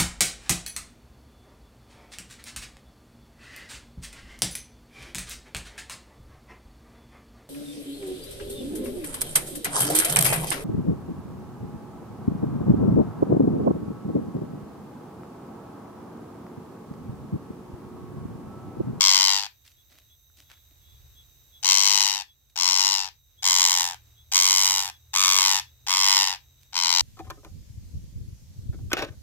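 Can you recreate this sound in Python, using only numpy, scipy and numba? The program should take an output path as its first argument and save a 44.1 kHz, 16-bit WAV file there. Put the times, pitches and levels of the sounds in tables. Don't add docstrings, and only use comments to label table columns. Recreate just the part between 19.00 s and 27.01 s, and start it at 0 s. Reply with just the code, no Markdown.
import sys
import numpy as np
from scipy import signal
from scipy.fft import rfft, irfft
from scipy.io import wavfile
from numba import njit

SR = 44100
rng = np.random.default_rng(int(sys.argv[2]) if len(sys.argv) > 2 else 0)


def master_out(mix):
    frames = np.transpose(np.atleast_2d(mix))
    ceiling = np.clip(frames, -1, 1)
    pcm = np.round(ceiling * 32767).astype(np.int16)
    wavfile.write(sys.argv[1], SR, pcm)


def ratio_of_db(decibels):
    return 10 ** (np.asarray(decibels, float) / 20)


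N = 353285
TIME = np.arange(N) / SR
FREQ = np.fft.rfftfreq(N, 1 / SR) + 1e-9

# first burst in seconds, last burst in seconds, number of bursts,
# lag of the middle bursts behind an even pace in ms, extra lag early and lead late in ms.
SCREECHES = [
    (-.0429, .4653, 49, 3.7, -1.5),
    (2.6356, 3.2209, 57, 3.1, 2.2),
    (3.565, 4.0878, 49, 6, 2.2),
    (4.4321, 4.9451, 46, -3.3, .3),
    (5.3242, 5.8996, 54, 2.5, 1.4),
    (6.1409, 6.5983, 43, 1.7, 0),
    (6.8736, 7.3596, 46, .5, 1.7),
    (7.7323, 8.2489, 45, 0, 0),
]
# top rate in Hz, sag in Hz per second.
SNAP_RATES = [(1090, 340), (1065, 210), (1055, 280), (1060, 330), (1075, 250), (1190, 540), (1100, 370),
              (1060, 420)]
# first harmonic in dB, swell towards the middle in dB, fade at the end
# in dB, loss of treble from start to end in dB, background turned down after it in dB.
EFFORTS = [(-35, 0, 10, 3, 9.5), (-37.5, -0.5, 9.5, 0.5, 12.5), (-37.5, 1.5, 11.5, 1, 7),
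           (-33, 2.5, 11.5, 6.5, 8), (-34.5, 1, 8, 6.5, 8), (-32, 0.5, 4.5, -1.5, 7.5),
           (-32, 2, 12.5, -2.5, 7.5), (-33.5, 5, 3, 2, 4)]
# beak resonance in Hz, throat, beak and rasp in dB beside
# the first harmonic, left minus right in dB.
HEAD_POSES = [(5140, 6.5, 14.5, 1.5, 3), (5650, 8, 15.5, 4.5, 3.5), (5400, 5.5, 15.5, 2, 3),
              (6450, 4, 14.5, 5, 1), (5830, 4.5, 14, 6.5, 1), (5800, 4.5, 11, 3, 1), (5370, 5, 12, 1.5, 1),
              (4860, 5.5, 14.5, 0, 2)]
ATTACKS_DB = [6.4, 5.1, 4.9, 4.6, 4.2, 3.9, 3.3, 8.8]
STRAIN = [0.48, 1.18, 1]
DULLING = [.6, 1.2, 0.47]
# frequency in Hz, gain in dB.
TRACT_TONE = [(150, -36), (200, -31.5), (300, -27.5), (600, -34.5), (780, -15), (1300, -14.5), (2100, 1.5),
              (3300, 7), (5200, 7.5), (7600, 0.5), (8500, -16), (9300, -25.5), (10500, -26.5), (15900, -31)]
VOICE_BORDERS_HZ = [1550, 3700, 9000]
# frequency in Hz, gain in dB.
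YARD_TONE = [(500, -18.5), (1000, 1), (2000, 7), (5000, -2.5), (8000, -7), (12000, 6), (16000, -16)]
# start in seconds, level in dB, pitch in Hz.
TICKS = [
    (1.51, -45, 1570),
    (1.3, -58, 1440),
    (1.1, -62, 2700),
    (1.9, -58, 4800),
]
# start in seconds, level in dB, length in seconds, centre in Hz,
# thud beside the rub in dB.
RUSTLES = [
    (0.641, -59, 0.11, 3350, -26),
    (0.89, -60, 0.14, 2600, -9),
    (1.362, -60, 0.092, 3420, -11.5),
    (1.486, -58, 0.095, 1910, -30),
    (1.706, -71, 0.021, 3000, 5),
    (3.494, -69.5, 0.023, 4000, -18),
    (5.043, -84.5, .04, 1500, -24.5),
    (7.597, -67, 0.086, 3960, -21),
]
# middle in seconds, level in dB, length in seconds.
CHIRPS = [(0.8, -67, 0.052), (1.124, -63, 0.053), (1.53, -69.5, 0.18), (1.906, -66.5, 0.17),
          (2.193, -57.5, 0.063), (2.562, -57, 0.06), (3.302, -61, 0.053), (4.398, -57.5, 0.034),
          (5.2, -61, 0.061), (5.95, -60, 0.051), (6.674, -64, 0.054)]
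# frequency in Hz, gain in dB.
AIR_TONE = [(130, -37), (170, -9.5), (400, -13.5), (800, -16.5), (1200, -18), (3000, -17), (4500, -17.5),
            (5200, -17.5), (8500, -19), (9400, -34), (11500, -39.5), (15900, -43)]
# middle in seconds, change in dB, length in seconds.
BREEZE = [
    (1.25, -4.5, 0.11),
    (2.0, 3, .2),
    (2.494, -0.5, .12),
    (3.4, -0.5, .1),
    (4.227, -5, 0.057),
    (5.078, 4.5, 0.065),
]
# time in seconds, firing rate in Hz, level of the drone in dB.
MOTOR = [
    (4.3, 36.5, -56.5),
    (4.81, 37.72, -52.5),
    (5.87, 38.8, -54.5),
    (6.56, 39.6, -51.5),
    (7.74, 43.4, -61),
    (8.01, 43.2, -50),
]
# multiple of the firing rate, level in dB.
MOTOR_HARMONICS = [(1, -19.5), (2, -6.5), (3, -7.5)]
# middle in seconds, rise in dB, length in seconds.
HUM_SWELLS = [
    (0.0, 8.5, .15),
    (2.004, 7.5, 0.22),
    (4.1, 2, 0.14),
    (5.702, 8.5, 0.13),
    (6.498, 6.5, 0.1),
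]
# frequency in Hz, gain in dB.
HUM_TONE = [(12, -52.5), (20, -29), (41, -5), (70, 1.5), (119, -9), (131, -6), (156, -20.5), (182, -38),
            (200, -29.5), (260, -62.5), (440, -120)]


def parakeet():
    low_db, push_db, beak_hz, throat_db, beak_db, rasp_db, pan_db = effort()
    beat, snap_hz, burst_db = bursts()
    snaps = voice_box(beat, snap_hz, burst_db)
    choke = shape(clicks(beat, np.ones(len(beat))), band(0, 98))
    puffs = choke * pair(shape(noise(), FREQ ** 2 / (FREQ ** 2 + 7500 ** 2)), .1)
    smear_s, smear_hz = .0004, 4500
    smear = np.exp(1j * smear_s * smear_hz * np.cos(2 * np.pi * FREQ / smear_hz))
    source = shape(unit(snaps) + ratio_of_db(-5.5) * unit(puffs), causal(colour(TRACT_TONE)) * smear)
    source += np.array([ring(x, beak_hz, 1200.) for x in source])

    pipe_hz = 0.93 * np.interp(TIME, beat, snap_hz)
    lifted = shape(source, 1 + (787 / FREQ) ** 4 / (1 + (560 / FREQ) ** 8))
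    pipe = np.array([ring(x, pipe_hz, 545.) for x in lifted])

    above = [1 / (1 + (edge / FREQ) ** 12) for edge in VOICE_BORDERS_HZ]
    regions = [1 - above[0], above[0] - above[1], above[1] - above[2], above[2]]
    voices = (pipe + 0.74 * source, source, source, source)
    region_db = (0, throat_db, beak_db, rasp_db)
    shades = (0.34, 0.14, 2.48, 0.33)
    sounding = np.mean(shape(choke, band(0, 30)) > .5 * choke.mean())
    out = ratio_of_db(push_db - 65) * unit(pair(shape(noise(), band(380, 150)), .85))
    for voice, region, rel_db, shade in zip(voices, regions, region_db, shades):
        layer = unit(shape(voice, region)) * np.sqrt(sounding)
        out = out + layer * ratio_of_db(low_db + rel_db + shade * np.array([pan_db, -pan_db]) / 2)
    port_lag_s = .00009
    return np.array([out[0], shape(out[1], np.exp(-2j * np.pi * FREQ * port_lag_s))])


def voice_box(beat, snap_hz, burst_db):
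    rise_s, fall_s, lead_s = 0.0011, 0.0019, 0.000401
    chance = rng.standard_normal((len(beat), 3, 11))
    period = (1 + .02 * chance[:, 2, :1]) / (1.035 * snap_hz[:, None])
    step = np.arange(-5, 6)
    place = step + .015 * step ** 2 + .025 * chance[:, 0] + .16 * chance[:, 2, 1:2]
    offset = place * period - lead_s
    swell = np.exp(-.5 * np.abs((offset + lead_s) / np.where(step < 0, rise_s, fall_s)) ** 3.4)
    swell *= ratio_of_db(4 * (-1.) ** step + burst_db[:, None])
    scatter_db = 1.3 * chance[:, 1] + .8 * chance[:, 2, 2:3]
    return clicks(beat[:, None] + offset, swell * ratio_of_db(scatter_db))


def bursts():
    pickup_s, pickup_db, stumble_s = .0055, -5, .0002
    rows = []
    for (start, end, count, lag_ms, skew_ms), (top_hz, sag) in zip(SCREECHES, SNAP_RATES):
        u = np.arange(count + 1) / count
        lag_s = (4 * lag_ms + 10 * skew_ms * (1 - 2 * u)) * u * (1 - u) / 1000
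        t = np.r_[start - pickup_s, start + (end - start) * u + lag_s]
        t = t + stumble_s * rng.standard_normal(len(t))
        scoop = 300 * np.exp(-np.maximum(t - start, 0) / .012)
        droop = 110 * np.exp((t - end) / .045)
        hz = top_hz - sag * (t - start) - scoop - droop
        level_db = pickup_db * (t < start - pickup_s / 2)
        rows.append(np.array([t, hz, level_db])[:, (t > 0) & (t < N / SR)])
    return np.hstack(rows)


def effort():
    start, end = np.transpose(SCREECHES)[:2]
    which = np.searchsorted(start - .06, TIME) - 1
    age = TIME - start[which]
    u = np.clip(age / (end - start)[which], 0, 1)
    top_db, swell_db, fade_db, dull_db = np.transpose(EFFORTS)[:4, which]
    beak_hz, throat_db, beak_db, rasp_db, pan_db = np.transpose(HEAD_POSES)[:, which]
    attack_db = np.array(ATTACKS_DB)[which] * np.exp(-np.maximum(age, -.03) / 0.014)
    push = -attack_db - swell_db * (1 - u) ** 2 - fade_db * u ** 6.03
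    upper = [db + strain * push + share * dull_db * (.5 - u)
             for db, strain, share in zip((throat_db, beak_db, rasp_db), STRAIN, DULLING)]
    release_db = 599 * np.maximum(TIME - end[which], 0)
    low_db = top_db + push - release_db
    return low_db, low_db - top_db, beak_hz + 700 * (.5 - u), *upper, pan_db - 0.19 * push


def yard(x):
    near = 0
    for start, end, *_ in SCREECHES:
        screech = x * (TIME > start - .05) * (TIME < end + .05)
        near = near + echo(screech, -10, .008, .0004)
    return x + near + echo(shape(x, colour(YARD_TONE)), -10, 0.18, 0.0051)


def nail_scissors():
    out = 0
    for s, db, hz in TICKS:
        fade = (TIME > s) * ratio_of_db(-60 * np.abs(TIME - s) / 0.011)
        out = out + ratio_of_db(db) * fade * np.sin(2 * np.pi * hz * (TIME - s))
    return out


def cloth():
    clumps_db = 4 * unit(shape(rng.standard_normal(N), band(0, 150)))
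    grain = ratio_of_db(clumps_db + 2.5 * rng.exponential(size=N))
    out = 0
    for s, db, length, hz, thud_db in RUSTLES:
        age = np.clip(TIME - s, 0, None) / length
        hiss = noise()
        rub = unit(shape(hiss * grain, (FREQ * hz / (FREQ ** 2 + hz ** 2)) ** 1.9))
        thud = unit(shape(hiss, band(277, 61) + .5 * band(640, 120)))
        envelope = np.tanh(6 * age) * np.exp(-2 * age ** 2)
        out = out + ratio_of_db(db) * envelope * pair(rub + ratio_of_db(thud_db) * thud, .6)
    return out


def night():
    gain_db = duck()
    out = ratio_of_db(gain_db - 61.5) * insect(83, .04, 3800, 115, 1.0)
    rasp = insect(124, .08, 6120, 210, 1.3) + ratio_of_db(-7) * insect(60, .08, 7620, 170, 1.5)
    out += ratio_of_db(gain_db - 63.5) * rasp
    whirr = insect(253.5, 0.0016, 13500, 1500, 4.9, sweep_s=0.0028) * ratio_of_db([[-4], [3]])
    out += ratio_of_db(gain_db - 57.5 - 0.43 * TIME) * whirr
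    air = unit(pair(shape(noise(), colour(AIR_TONE)), 0.18))
    out += ratio_of_db(gain_db - 62.5 + swells(BREEZE)) * air
    return out + crickets()


def insect(rate_hz, jitter, hz, width_hz, wet, sweep_s=0.):
    t = np.arange(0, N / SR, 1 / rate_hz)
    chance = rng.standard_normal((len(t), 2)).T
    strokes = unit(clicks(t + jitter * np.cumsum(chance[0]) / rate_hz, ratio_of_db(1.8 * chance[1])))
    sweep = np.exp(-1j * np.pi * sweep_s * (FREQ - hz) ** 2 / width_hz)
    return unit(shape(strokes + wet * noise(), band(hz, width_hz) * sweep))


def crickets():
    loudness = sum(ratio_of_db(db) * np.exp(-(2 * (TIME - s) / length) ** 2) for s, db, length in CHIRPS)
    bend = sum(9 * np.exp(-(2 * (TIME - s + length) / length) ** 2) for s, db, length in CHIRPS)
    wobble = unit(shape(rng.standard_normal(N), band(0, 11)))
    ears = np.array([[0], [1.6]])
    return 1.9 * loudness * np.sin(2 * np.pi * 3390 * TIME + 2.1 * wobble + bend + ears)


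def rumble():
    hz, db = curves([MOTOR])
    turns = 2 * np.pi * np.cumsum(hz) / SR
    rough = shape(rng.standard_normal((len(MOTOR_HARMONICS), N)), band(0, 3.8))
    drone = sum(ratio_of_db(level + 2.0 * unit(r)) * np.sin(k * turns)
                for (k, level), r in zip(MOTOR_HARMONICS, rough))
    drone *= 0.91 * ratio_of_db(db) * np.clip((TIME - MOTOR[0][0]) / 0.18, 0, 1)
    hum = unit(pair(shape(noise(), colour(HUM_TONE)), 0.72))
    return drone + ratio_of_db(duck() - 56 + swells(HUM_SWELLS)) * hum


def duck():
    onset_s, recover_s = .05, 3.3
    drops = []
    for (start, end, *_), row in zip(SCREECHES, EFFORTS):
        onset = np.clip((TIME - start) / onset_s, 0, 1)
        drops.append(row[4] * onset * np.exp(-np.maximum(TIME - end, 0) / recover_s))
    return -np.max(drops, axis=0)


def swells(table):
    return sum(db * np.exp(-((TIME - s) / length) ** 2) for s, db, length in table)


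def noise():
    return rng.standard_normal((2, N))


def unit(x):
    return x / np.sqrt(np.mean(x ** 2))


def shape(x, gain):
    return irfft(rfft(x) * gain, N)


def colour(points):
    hz, db = np.transpose(points)
    return ratio_of_db(np.interp(np.log(FREQ), np.log(hz), db))


def band(hz, width_hz):
    return np.exp(-.5 * ((FREQ - hz) / width_hz) ** 2)


def causal(gain):
    c = irfft(np.log(gain + 1e-6), N)
    c[1:N // 2] *= 2
    c[N // 2 + 1:] = 0
    return np.exp(rfft(c))


@njit
def ring(x, hz, width):
    y, b, l = np.empty(len(x)), 0., 0.
    for i in range(len(x)):
        g = np.tan(np.pi * hz[i] / SR)
        k = width / hz[i]
        v = (b + g * (x[i] - l)) / (1 + g * (g + k))
        b, l, y[i] = 2 * v - b, l + 2 * g * v, k * v
    return y


def curves(tables):
    s, *columns = np.transpose(np.vstack(tables))
    return [np.interp(TIME, s, c) for c in columns]


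def clicks(seconds, size):
    at, out, taps = np.ravel(seconds) * SR, np.zeros(N + 64), np.arange(-8, 9)
    spot = np.floor(at)[:, None] + taps
    gap = spot - at[:, None]
    pulse = np.sinc(gap) * np.cos(gap * np.pi / 18) ** 2
    np.add.at(out, np.clip(spot, 0, N + 63).astype(int), np.ravel(size)[:, None] * pulse)
    return out[:N]


def pair(x, like):
    return np.sqrt(1 + like) * x[0] + np.sqrt(1 - like) * np.array([x[1], -x[1]])


def echo(x, db, t60, gap):
    t = TIME[:int(t60 * SR)]
    tail = rng.standard_normal((2, SR // 2))[:, :len(t)] * ratio_of_db(-60 * t / t60) * (t > gap)
    tail = tail / np.sqrt(np.sum(tail ** 2, axis=1, keepdims=True))
    return ratio_of_db(db) * signal.fftconvolve(x, tail, axes=1)[:, :N]


def scene():
    return yard(parakeet()) + nail_scissors() + cloth() + night() + rumble()


def band_limit(x):
    return signal.sosfilt(signal.butter(12, 16480, fs=SR, output="sos"), x)


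def record(dry):
    mix = np.clip(shape(dry, 1 / (1 + (FREQ / 15930) ** 300)), -1, 1)
    return band_limit(mix)


dry = scene()
out = record(dry)
master_out(out)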